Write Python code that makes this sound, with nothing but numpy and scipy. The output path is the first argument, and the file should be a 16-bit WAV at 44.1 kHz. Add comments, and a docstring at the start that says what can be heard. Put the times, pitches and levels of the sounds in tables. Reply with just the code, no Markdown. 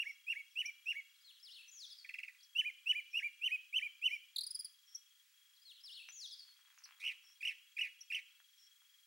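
"""A garden with birds: a near one whistles up-and-down calls, chatters and churrs, small ones trill and chip,
and a far one sings the same song twice through the echoes of the trees, each with a drier ending. Faint buzzy
calls, two trilling crickets, ticks and a rustle lie over a thin hiss. Birds and crickets are near-sine tones
with drawn pitch and level, taps are dying sines, the hiss is shaped noise; the electronics add a very high
whine and the microphone cuts the bass. Source levels are set before panning, echoes and the microphone."""
import sys
import numpy as np
from scipy import signal
from scipy.io import wavfile
from scipy.ndimage import uniform_filter1d

SR = 44100
rng = np.random.default_rng(int(sys.argv[2]) if len(sys.argv) > 2 else 0)


def dump_mix(stems):
    """Bounce the given channels to the path in sys.argv[1] as a 16-bit WAV at rate SR."""
    frames = np.atleast_2d(stems).T  # one column per channel
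    limited = np.clip(frames, -1, 1)  # hard clip at full scale
    pcm = np.round(limited * 32767).astype(np.int16)
    wavfile.write(sys.argv[1], SR, pcm)


N = 399546
EDGE_HZ = 15900  # top of the band


def gain_of(db):
    """Decibels to an amplitude factor."""
    return 10 ** (np.asarray(db) / 20)


def evened(x):
    """Scales to unit rms."""
    return x / np.sqrt(np.mean(x ** 2) + 1e-20)


def read(points, hz):
    """Reads a spectrum table on a log-frequency axis."""
    f, value = np.transpose(points)
    return np.interp(np.log(hz + 1), np.log(f + 1), value)


def add(mix, s, sound):
    """Adds a sound at time s, trimmed to the scene."""
    at = round(s * SR)
    part = mix[max(at, 0):][:len(sound) + min(at, 0)]
    part += sound[max(-at, 0):][:len(part)]


def sides(x, pan_db):
    """Places a sound left (positive) or right of centre by level alone."""
    return x * gain_of([[pan_db / 2], [-pan_db / 2]])


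def smooth_noise(count, size):
    """Slow random wander of unit rms: white noise averaged over size samples."""
    return evened(uniform_filter1d(rng.standard_normal(count), size=size))


def voice(hz, db, beak=None, rough=0.):
    """A near-sine syrinx tone; its overtones fade less than the fundamental when the note is choked, and rasp."""
    jitter = .03 * rough * smooth_noise(len(hz), 60)
    turns = 2 * np.pi * (np.cumsum(hz * (1 + jitter)) / SR + rng.random())
    tone = np.sin(turns)
    if beak:
        rasp = 1 + rough * smooth_noise(len(hz), 70)
        under_db = np.max(db) - db
        choke_db = 1.1 * np.maximum(under_db - 12.5, 0) - 0.067 * np.minimum(under_db, 13)
        overtone_db = choke_db + 2 + 9 * rough  # harsh notes are richer
        for k in range(2, 7):
            in_band = k * hz < EDGE_HZ
            tone += gain_of(read(beak, k * hz) + overtone_db) * rasp * np.sin(k * turns) * in_band
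    soft_ends = signal.windows.tukey(len(hz), min(1, 480 / len(hz)))
    return np.sqrt(2) * gain_of(db) * tone * soft_ends


def glide(rows, beak, rough):
    """A note that follows rounded curves of pitch and level, rows of (t/s, f/Hz, level/dB)."""
    s, hz, db = np.transpose(rows)
    t = np.arange(s[0], s[-1], 1 / SR)
    hz, db = (uniform_filter1d(np.interp(t, s, c), size=220, mode="nearest") for c in (hz, db))
    return s[0], voice(hz, db, beak, rough)


def drop(length, start_hz, end_hz, db, bend, beak, rough):
    """A short falling note; a small bend falls early, a large one late."""
    u = np.linspace(0, 1, int(length * SR))
    hz = start_hz + (end_hz - start_hz) * u ** bend
    swell = np.sin(np.pi * u ** 0.66) ** 0.43
    return voice(hz, db, beak, rough) * swell


def trees(x, t60, start_s, same):
    """Scattered echoes off trunks and leaves: sparse taps of random sign that die away."""
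    taps = np.zeros((2, SR // 2))
    at = np.arange(0, SR // 2 - 20, 20) + rng.integers(0, 20, (2, (SR // 2 - 1) // 20))
    np.put_along_axis(taps, at, rng.choice([-1., 1.], at.shape), 1)
    same = np.clip(same, 0, 1)  # left-right likeness
    taps[1] = same * taps[0] + np.sqrt(1 - same ** 2) * taps[1]
    t = np.arange(SR // 2) / SR - start_s
    taps *= gain_of(-60 * t / t60) * np.clip(t / 0.0039, 0, 1)
    taps = signal.lfilter([1, 2, 1], [1], taps)  # leaves and air swallow the treble
    return signal.fftconvolve(x[None], taps / np.linalg.norm(taps[0]), axes=1)[:, :N]


def echo(x, s, db):
    """One reflection, s later."""
    return gain_of(db) * np.pad(x, (round(s * SR), 0))[:N]


# Colour of the hiss: (f/Hz, relative level/dB per Hz)
HISS_COLOUR = [(60, -19.5), (400, -17.5), (700, -23.5), (1100, -9.5), (1800, -3), (2800, -2), (5000, -4.5),
               (9000, -9), (15900, -11)]
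# Stereo width of the hiss: (f/Hz, left-right likeness from 0 to 1)
HISS_LIKENESS = [(600, 0.067), (2000, 0.34), (5000, 0.73), (9000, 1)]
HISS_DB = -72  # rms


def hiss():
    """Distant leaves and microphone noise: random short-time spectra in slowly drifting patches."""
    frames, hz = N // 128 + 5, np.fft.rfftfreq(512, 1 / SR)
    a, b, c, d, patches = rng.standard_normal((frames, 257, 5)).T
    patches = uniform_filter1d(patches, size=8, axis=0)  # across frequency
    patches = evened(uniform_filter1d(patches, size=30, axis=1))  # along time
    same = np.clip(read(HISS_LIKENESS, hz), -1, 1)[:, None]
    left = a + 1j * b
    right = same * left + np.sqrt(1 - same ** 2) * (c + 1j * d)
    spectra = np.array([left, right]) * gain_of(read(HISS_COLOUR, hz)[:, None] + 1.1 * patches)
    noise = signal.istft(spectra, nperseg=512, noverlap=384)[1][:, :N]
    return gain_of(HISS_DB) * evened(noise)


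# Near cricket, one row a bout: (start t/s, wing strokes, stroke spacing t/s, t/s gained by the quick start)
CRICKET_BOUTS = [(.025, 49, .0451, .009), (2.39, 64, .0456, .063), (5.343, 32, .04533, .044),
                 (6.926, 48, .0453, .022)]
SETTLE_STROKES = 4.0  # strokes over which the quick start eases off


def crickets():
    """Each wing stroke is a short, slightly falling tone; a second, higher insect trills steadily farther off."""
    near, t = np.zeros(N), np.arange(0, .019, 1 / SR)
    for start_s, count, gap_s, gained_s in CRICKET_BOUTS:
        k = np.arange(count)
        for at in start_s + k * gap_s - gained_s * (1 - np.exp(-k / SETTLE_STROKES)):
            db = -69.5 + rng.standard_normal()  # strokes differ in strength
            stroke = voice(3320 - 3500 * t, db - 250 * t) * np.sin(np.pi * t / t[-1]) ** .5
            add(near, at - t[-1] / 3, stroke)
    u = np.arange(N) / SR * 29.7 % 1  # position within each far stroke, 29.7 a second
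    far_hz = 6600 + 380 * np.sin(np.pi * np.minimum(u / 0.32, 1))
    far = voice(far_hz, -81) * np.sin(np.pi * np.minimum(u / 0.41, 1))
    near_side = sides(near, 11)
    grass = gain_of(-3) * trees(near, 0.045, 0.006, 0.8)
    return near_side + grass + trees(far, 0.041, 0.00092, 0.25)


# The climb: (share of the rise time, share of the pitch range, share of the way from early to top level)
CLIMB = [(0.298, 0.424, .05), (.8, 0.929, 0.8)]
# The plunge: (share of the fall time, share of the pitch range, level/dB against the top)
PLUNGE = [(.53, .66, -7), (.99, .05, -27)]
# The second arch: (t/s after the choke, share of the way from dip to crest pitch, level/dB against the crest)
ARCH = [(0, 0, -21), (.016, 0.79, -2), (.034, .99, 0.5)]
# Its decline: (t/s after the choke, share of the way from last to crest pitch, level/dB against the crest)
DECLINE = [(.054, .72, -3), (.069, 0.094, -7)]
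# Whistle overtones as throat and beak pass them: (f/Hz, level/dB against the fundamental, before choke and rasp)
WHISTLE_BEAK = [(3400, -31.5), (4700, -42.5), (6000, -31.5), (7200, -39.5), (9000, -36.5), (12000, -40.5),
                (15000, -45.5)]
ONSET_DB = -14.5  # against the early level


def whistle(top_s, rise_s, fall_s, choked_s, start_hz, top_hz, dip_hz, crest_hz, last_hz,
            early_db, top_db, crest_db):
    """Climbs to the top, plunges almost choked, and rises again in a lower, softer arch."""
    start_s = top_s - rise_s
    again_s = top_s + fall_s + choked_s
    rows = [(start_s, start_hz, early_db + ONSET_DB)]
    for u, p, q in CLIMB:
        rows.append((start_s + rise_s * u, start_hz + p * (top_hz - start_hz), early_db + q * (top_db - early_db)))
    rows.append((top_s, top_hz, top_db))
    for u, p, db in PLUNGE:
        rows.append((top_s + fall_s * u, dip_hz + p * (top_hz - dip_hz), top_db + db))
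    for s, p, db in ARCH:
        rows.append((again_s + s, dip_hz + p * (crest_hz - dip_hz), crest_db + db))
    for s, p, db in DECLINE:
        rows.append((again_s + s, last_hz + p * (crest_hz - last_hz), crest_db + db))
    return glide(rows, WHISTLE_BEAK, 0.22)


# Past the crest: wobble length in s, pitch sunk to in Hz, fade in dB
QUICK_S, END_HZ, FADE_DB = .013, 2052, 21


def wobbles(start_s, crest_s, end_s, start_hz, crest_hz, start_db, crest_db, slow_s, crest_length_s):
    """Start, top pitch and level of each wobble of a churr, as one arch of effort."""
    rising = np.arange(start_s, crest_s - slow_s / 2, slow_s)
    sinking = np.arange(crest_s + crest_length_s, end_s + QUICK_S / 2, QUICK_S)
    s = np.r_[rising, crest_s, sinking]
    before = np.clip((crest_s - s) / (crest_s - start_s), 0, 1)
    after = np.clip((s - crest_s) / (end_s - crest_s), 0, 1)
    hz = crest_hz - (crest_hz - start_hz) * before ** 1.1 - (crest_hz - END_HZ) * after ** 1.3
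    db = crest_db - (crest_db - start_db) * before ** 1.87 - FADE_DB * after ** 1.68
    return np.transpose([s, hz, db])


# Overtones of churrs and chatter: (f/Hz, level/dB against the fundamental, before choke and rasp)
HARSH_BEAK = [(3400, -22.5), (4700, -32), (6000, -30), (7200, -41.5), (9000, -35.5), (12000, -41.5),
              (15000, -47.5)]


def churr(rows):
    """Each wobble holds near its top, sags and fades towards its end, then swings back up."""
    s, top_hz, db = np.transpose(rows)
    t = np.arange(s[0], s[-1], 1 / SR)
    k = np.searchsorted(s, t, "right") - 1  # which wobble is sounding
    length = np.diff(s)[k]
    sag = ((t - s[k]) / length) ** (length / .006)
    depth = 0.41 * np.minimum(length / .013, 1) ** 2  # quick wobbles sag less
    hz = uniform_filter1d(top_hz[k] * (1 - depth * sag), size=120)
    level_db = uniform_filter1d(db[k] - 17 * sag ** 1.06, size=110)
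    return s[0], voice(hz, level_db, HARSH_BEAK, 0.56)


# Near bird, levels before its overall trim. One row a whistle: (top t/s, rise t/s, fall t/s, choked t/s,
# start f/Hz, top f/Hz, dip f/Hz, second crest f/Hz, last f/Hz,
# early level/dB, top level/dB, second crest level/dB, bounce delay t/s)
WHISTLES = [(0.022, 0.06, 0.015, .011, 2388, 2850, 1634, 2322, 2043, -37.5, -36, -43.5, .00586),
            (0.32, 0.056, 0.016, .011, 2333, 2833, 1596, 2321, 2104, -43, -34, -44.5, .00586),
            (0.61, 0.057, 0.016, .011, 2370, 3000, 1780, 2422, 2136, -41.5, -33.5, -43, 0.0056),
            (0.911, 0.056, 0.019, 0.012, 2400, 2880, 1610, 2300, 2036, -41.5, -35.5, -45, .00586),
            (2.602, 0.053, 0.018, .017, 2564, 3027, 1680, 2503, 1980, -37, -31.5, -41, .00332),
            (2.914, .057, 0.014, .011, 2454, 3004, 1733, 2479, 2037, -37.5, -30.5, -40.5, 0.0034),
            (3.187, .058, .017, .011, 2334, 2910, 1595, 2410, 2160, -38.5, -34, -39.5, .00638),
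            (3.47, 0.061, .017, 0.013, 2310, 3059, 1873, 2583, 2237, -42, -30.5, -37.5, 0.0032),
            (3.779, .055, 0.02, 0.0098, 2160, 3144, 1750, 2480, 2140, -40.5, -30.5, -39.5, 0.003),
            (4.066, 0.053, .026, 0.0086, 2220, 3046, 1975, 2428, 2225, -42.5, -30, -38, 0.0036)]
# One row a churr: (start t/s, crest t/s, end t/s, start f/Hz, crest f/Hz, start level/dB, crest level/dB,
# wobble length before the crest t/s, wobble length at the crest t/s)
CHURRS = [(6.995, 7.076, 7.13, 2275, 3090, -59.5, -35, 0.011, .013),
          (7.405, 7.473, 7.523, 2420, 3023, -50, -34, 0.023, .017),
          (7.765, 7.81, 7.889, 2448, 2906, -43.5, -35, .023, .022),
          (8.1, 8.145, 8.205, 2528, 3020, -41.5, -35.5, .022, .019)]
# Chatter of short falling notes: (t/s, start f/Hz, level/dB)
CHATTER = [(2.044, 2510, -47.5), (2.089, 2745, -41.5), (2.138, 2787, -39.5), (2.184, 2824, -39),
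           (2.23, 2835, -40), (2.278, 2655, -44), (2.345, 2620, -60.5)]


def near_bird():
    """Whistles, churrs and chatter, each doubled by its bounce off the ground or a hard surface nearby."""
    whistles, harsh = np.zeros((2, N))
    for *shape, late_s in WHISTLES:
        s, call = whistle(*shape)
        add(whistles, s, call)
        add(whistles, s + late_s, gain_of(-5.0) * call)
    for row in CHURRS:
        add(harsh, *churr(wobbles(*row)))
    for s, hz, db in CHATTER:  # a falling note, then a softer, rougher tail
        add(harsh, s, drop(.011, hz, 0.48 * hz, db, 2.5, HARSH_BEAK, 0.47))
        add(harsh, s + .013, drop(0.012, .8 * hz, 0.69 * hz, db - 10, 1.1, HARSH_BEAK, 0.75))
    bounce = echo(harsh, .0045, -5)
    scatter = gain_of(-15) * trees(harsh, 0.068, .006, .9)[0]
    bird = gain_of(-1.0) * (whistles + harsh + bounce + scatter)
    return sides(bird, -2.0) + gain_of(-19.0) * trees(bird, 0.55, 0.0014, 0.92)


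# Faint buzzy calls far away: (t/s, length t/s, level/dB before the lifts in the mix)
BUZZES = [(0.033, 0.1, -73.5), (0.498, 0.033, -80.5), (0.851, 0.082, -72), (3.105, 0.11, -71),
          (4.079, 0.094, -74), (4.86, 0.097, -74), (7.226, 0.11, -73.5), (8.572, 0.1, -74)]


def buzzes():
    """A high note that trembles fast in pitch, blurred by distance."""
    x = np.zeros(N)
    for s, length, db in BUZZES:
        t = np.arange(0, length, 1 / SR)
        tremble = 230 * np.sin(2 * np.pi * 42 * t)
        drift = 90 * np.cos(2 * np.pi * t / length)
        call = voice(5540 + tremble + drift, db + 1.0) * np.sin(np.pi * t / length) ** .3
        add(x, s, call)
    return sides(x, 1.5) * 1.2 + trees(x, 0.12, 0.0016, 0.94)


# Trill of falling notes: (t/s, length t/s, end f/Hz, level/dB)
TRILL = [(4.359, 0.011, 3120, -35), (4.381, 0.014, 3330, -34.5), (4.406, 0.019, 3860, -42),
         (4.432, 0.019, 4110, -44), (4.463, 0.02, 4470, -46), (4.504, .016, 4720, -45),
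         (4.544, .022, 4635, -44), (4.589, 0.027, 4600, -47), (4.643, 0.023, 4475, -48.5)]
TRILL_HZ = 5430  # every note starts here
# Sharp chips of another bird: (t/s, level/dB)
CHIPS = [(0.652, -45), (4.944, -42.5), (8.004, -50)]
# Overtones of the trill: (f/Hz, level/dB against the fundamental, before choke and rasp)
SMALL_BEAK = [(7000, -14), (8500, -29), (10000, -1.5), (11500, -20.5), (13000, -23), (15000, -23)]
# Overtones of the chips and the far song: (f/Hz, level/dB against the fundamental, before choke and rasp)
FAR_BEAK = [(6000, -32), (8000, -25.5), (10000, -18.5), (13000, -40)]


def small_birds():
    """The trill with its strong octave, and single chips that dive and hook upward."""
    trill, chips = np.zeros((2, N))
    for s, length, end_hz, db in TRILL:
        add(trill, s, drop(length, TRILL_HZ, end_hz, db, .6, SMALL_BEAK, 0.26))
    for s, db in CHIPS:
        dive = [(s, 6900, db - 19.5), (s + 0.0079, 5500, db)]
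        hook = [(s + 0.012, 5600, db), (s + 0.027, 6100, db - 16.5)]
        add(chips, *glide(dive + hook, FAR_BEAK, 0.49))
    trill += echo(trill, 0.0042, -7)
    chips += echo(chips, 0.0087, -13.5)
    trill_air = gain_of(-15.0) * trees(trill, 0.34, 0.0024, 0.75)
    chip_air = gain_of(-18.5) * trees(chips, 0.32, .005, .5)
    return trill + trill_air + sides(chips, 1) + chip_air


# One row a note of the second song: (first level/dB, last level/dB, pitch as (t/s, f/Hz))
SONG = [(-85.5, -63, [(5.552, 5400), (5.578, 3680)]), (-72.5, -69, [(5.612, 4650), (5.64, 5200)]),
        (-63, -57.5, [(5.65, 4400), (5.675, 4205), (5.7, 3750), (5.718, 3080), (5.726, 2555)]),
        (-67, -66, [(5.803, 4660), (5.822, 5220)]), (-56, -57.5, [(5.834, 5290), (5.85, 5450), (5.88, 3857),
        (5.902, 2780), (5.957, 4510), (5.97, 3640), (6.0, 2570), (6.02, 2760), (6.031, 2300)]),
        (-59.5, -56, [(6.085, 5550), (6.092, 5970), (6.106, 6090), (6.112, 5120)]),
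        (-60.5, -49, [(6.117, 5630), (6.128, 7190), (6.197, 5710), (6.22, 4520), (6.268, 3190)]),
        (-60.5, -49.5, [(6.308, 6980), (6.314, 5250), (6.33, 4995), (6.347, 4370)]),
        (-63.5, -62, [(6.39, 4750), (6.42, 4344), (6.445, 4360)])]
# The first song against the second: (t/s earlier, level/dB)
FIRST_SONG = (4.408, -3)


def far_bird():
    """The same song twice, with a blurred slap from the far trees and a long haze of echoes."""
    song = np.zeros(N)
    for first_db, last_db, pitch in SONG:
        s, hz = np.transpose(pitch)
        db = np.interp(s, s[[0, -1]], [first_db, last_db])
        add(song, *glide(np.transpose([s, hz, db]), FAR_BEAK, 0.26))
    earlier_s, first_song_db = FIRST_SONG
    song += gain_of(first_song_db) * np.roll(song, -round(earlier_s * SR))
    direct = sides(song, 5)
    slap = gain_of(-8) * trees(song, 0.23, .055, 0.94)
    haze = gain_of(-8.5) * trees(song, 0.69, 0.009, 0.75)
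    return direct + slap + haze


# Ending of each far song, drier than the rest: a quick falling note, then a hooked one:
# (fall t/s, start f/Hz, end f/Hz, fall level/dB, hook t/s, hook level/dB)
SONG_ENDINGS = [(2.404, 5140, 3240, -64, 2.426, -62.5), (6.781, 7100, 4300, -62, 6.834, -54.5)]
# Shape of the hooked note: (t/s from its start, f/Hz, level/dB against the hook level)
HOOK = [(0, 3730, -6), (.008, 5890, 2.5), (.014, 5700, -2), (.028, 3570, -3.5)]


def song_endings():
    """The far song's thin quick last notes, with little echo."""
    x = np.zeros(N)
    for fall_s, start_hz, end_hz, fall_db, hook_s, hook_db in SONG_ENDINGS:
        add(x, fall_s, drop(.015, start_hz, end_hz, fall_db, 1.3, FAR_BEAK, .2))
        add(x, *glide(np.add(HOOK, (hook_s, 0, hook_db)), FAR_BEAK, 0.36))
    return sides(x, 1.5) + gain_of(-10.5) * trees(x, 0.14, .004, .6)


# Small ticks and taps nearby: (t/s, attack level/dB before the bass cut, centre f/Hz)
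TICKS = [(5.845, -61, 1100), (6.088, -36, 2600), (6.592, -56, 1600), (6.68, -65, 1500), (6.776, -64, 1890),
         (6.83, -62, 2500), (6.872, -62, 1490), (6.924, -49, 2570), (6.948, -54, 2200), (7.12, -44.5, 3670),
         (8.402, -50.5, 1730), (8.819, -58, 1350)]
# A rustle close by: (t/s, level/dB)
RUSTLE = [(6.4, -85.5), (6.9, -69), (7.15, -79), (7.6, -93.5)]


def ticks():
    """Dry taps of twigs and leaves: a few cycles each, over a short crackling rustle of random grains."""
    x, t = np.zeros(N), np.arange(0, .01, 1 / SR)
    for s, db, hz in TICKS:
        add(x, s, gain_of(db - 60 * t / .004) * np.sin(2 * np.pi * hz * t))  # 60 dB down in 4 ms
    x = signal.sosfilt(signal.butter(2, 800, "high", fs=SR, output="sos"), x)  # small things carry no bass
    strength = gain_of(5 * np.minimum(rng.exponential(1, N), 2.5))
    sparse = rng.random(N) < 300 / SR  # about 300 grains a second
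    grains = strength * rng.standard_normal(N) * sparse
    band = signal.butter(3, [1000, 2800], "band", fs=SR, output="sos")
    crackle = evened(signal.sosfilt(band, grains))
    rustle_db = np.interp(np.arange(N) / SR, *np.transpose(RUSTLE), left=-200, right=-200)
    x += crackle * gain_of(rustle_db)
    return sides(x, 0.91) + gain_of(-8.5) * trees(x, 0.11, 0.0032, 0.42)


def scene():
    """All the voices of the garden over its hiss."""
    animals = crickets() + near_bird() + buzzes() + small_birds() + far_bird() + song_endings()
    return hiss() + animals + ticks()


# Whine of the electronics: (f/Hz, rms level/dB)
WHINE = (15734, -80)


def record(dry):
    """The microphone cuts the bass steeply, the electronics add their whine; then the band limit."""
    hz, db = WHINE
    thin = signal.sosfilt(signal.butter(3, 750, "high", fs=SR, output="sos"), dry)
    wired = thin + np.sqrt(2) * gain_of(db) * np.sin(2 * np.pi * hz * np.arange(N) / SR)
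    band_limit = signal.firwin(1023, EDGE_HZ, window=("kaiser", 9), fs=SR)
    return signal.oaconvolve(wired, band_limit[None], "same")


dry = scene()
out = record(dry)
dump_mix(out)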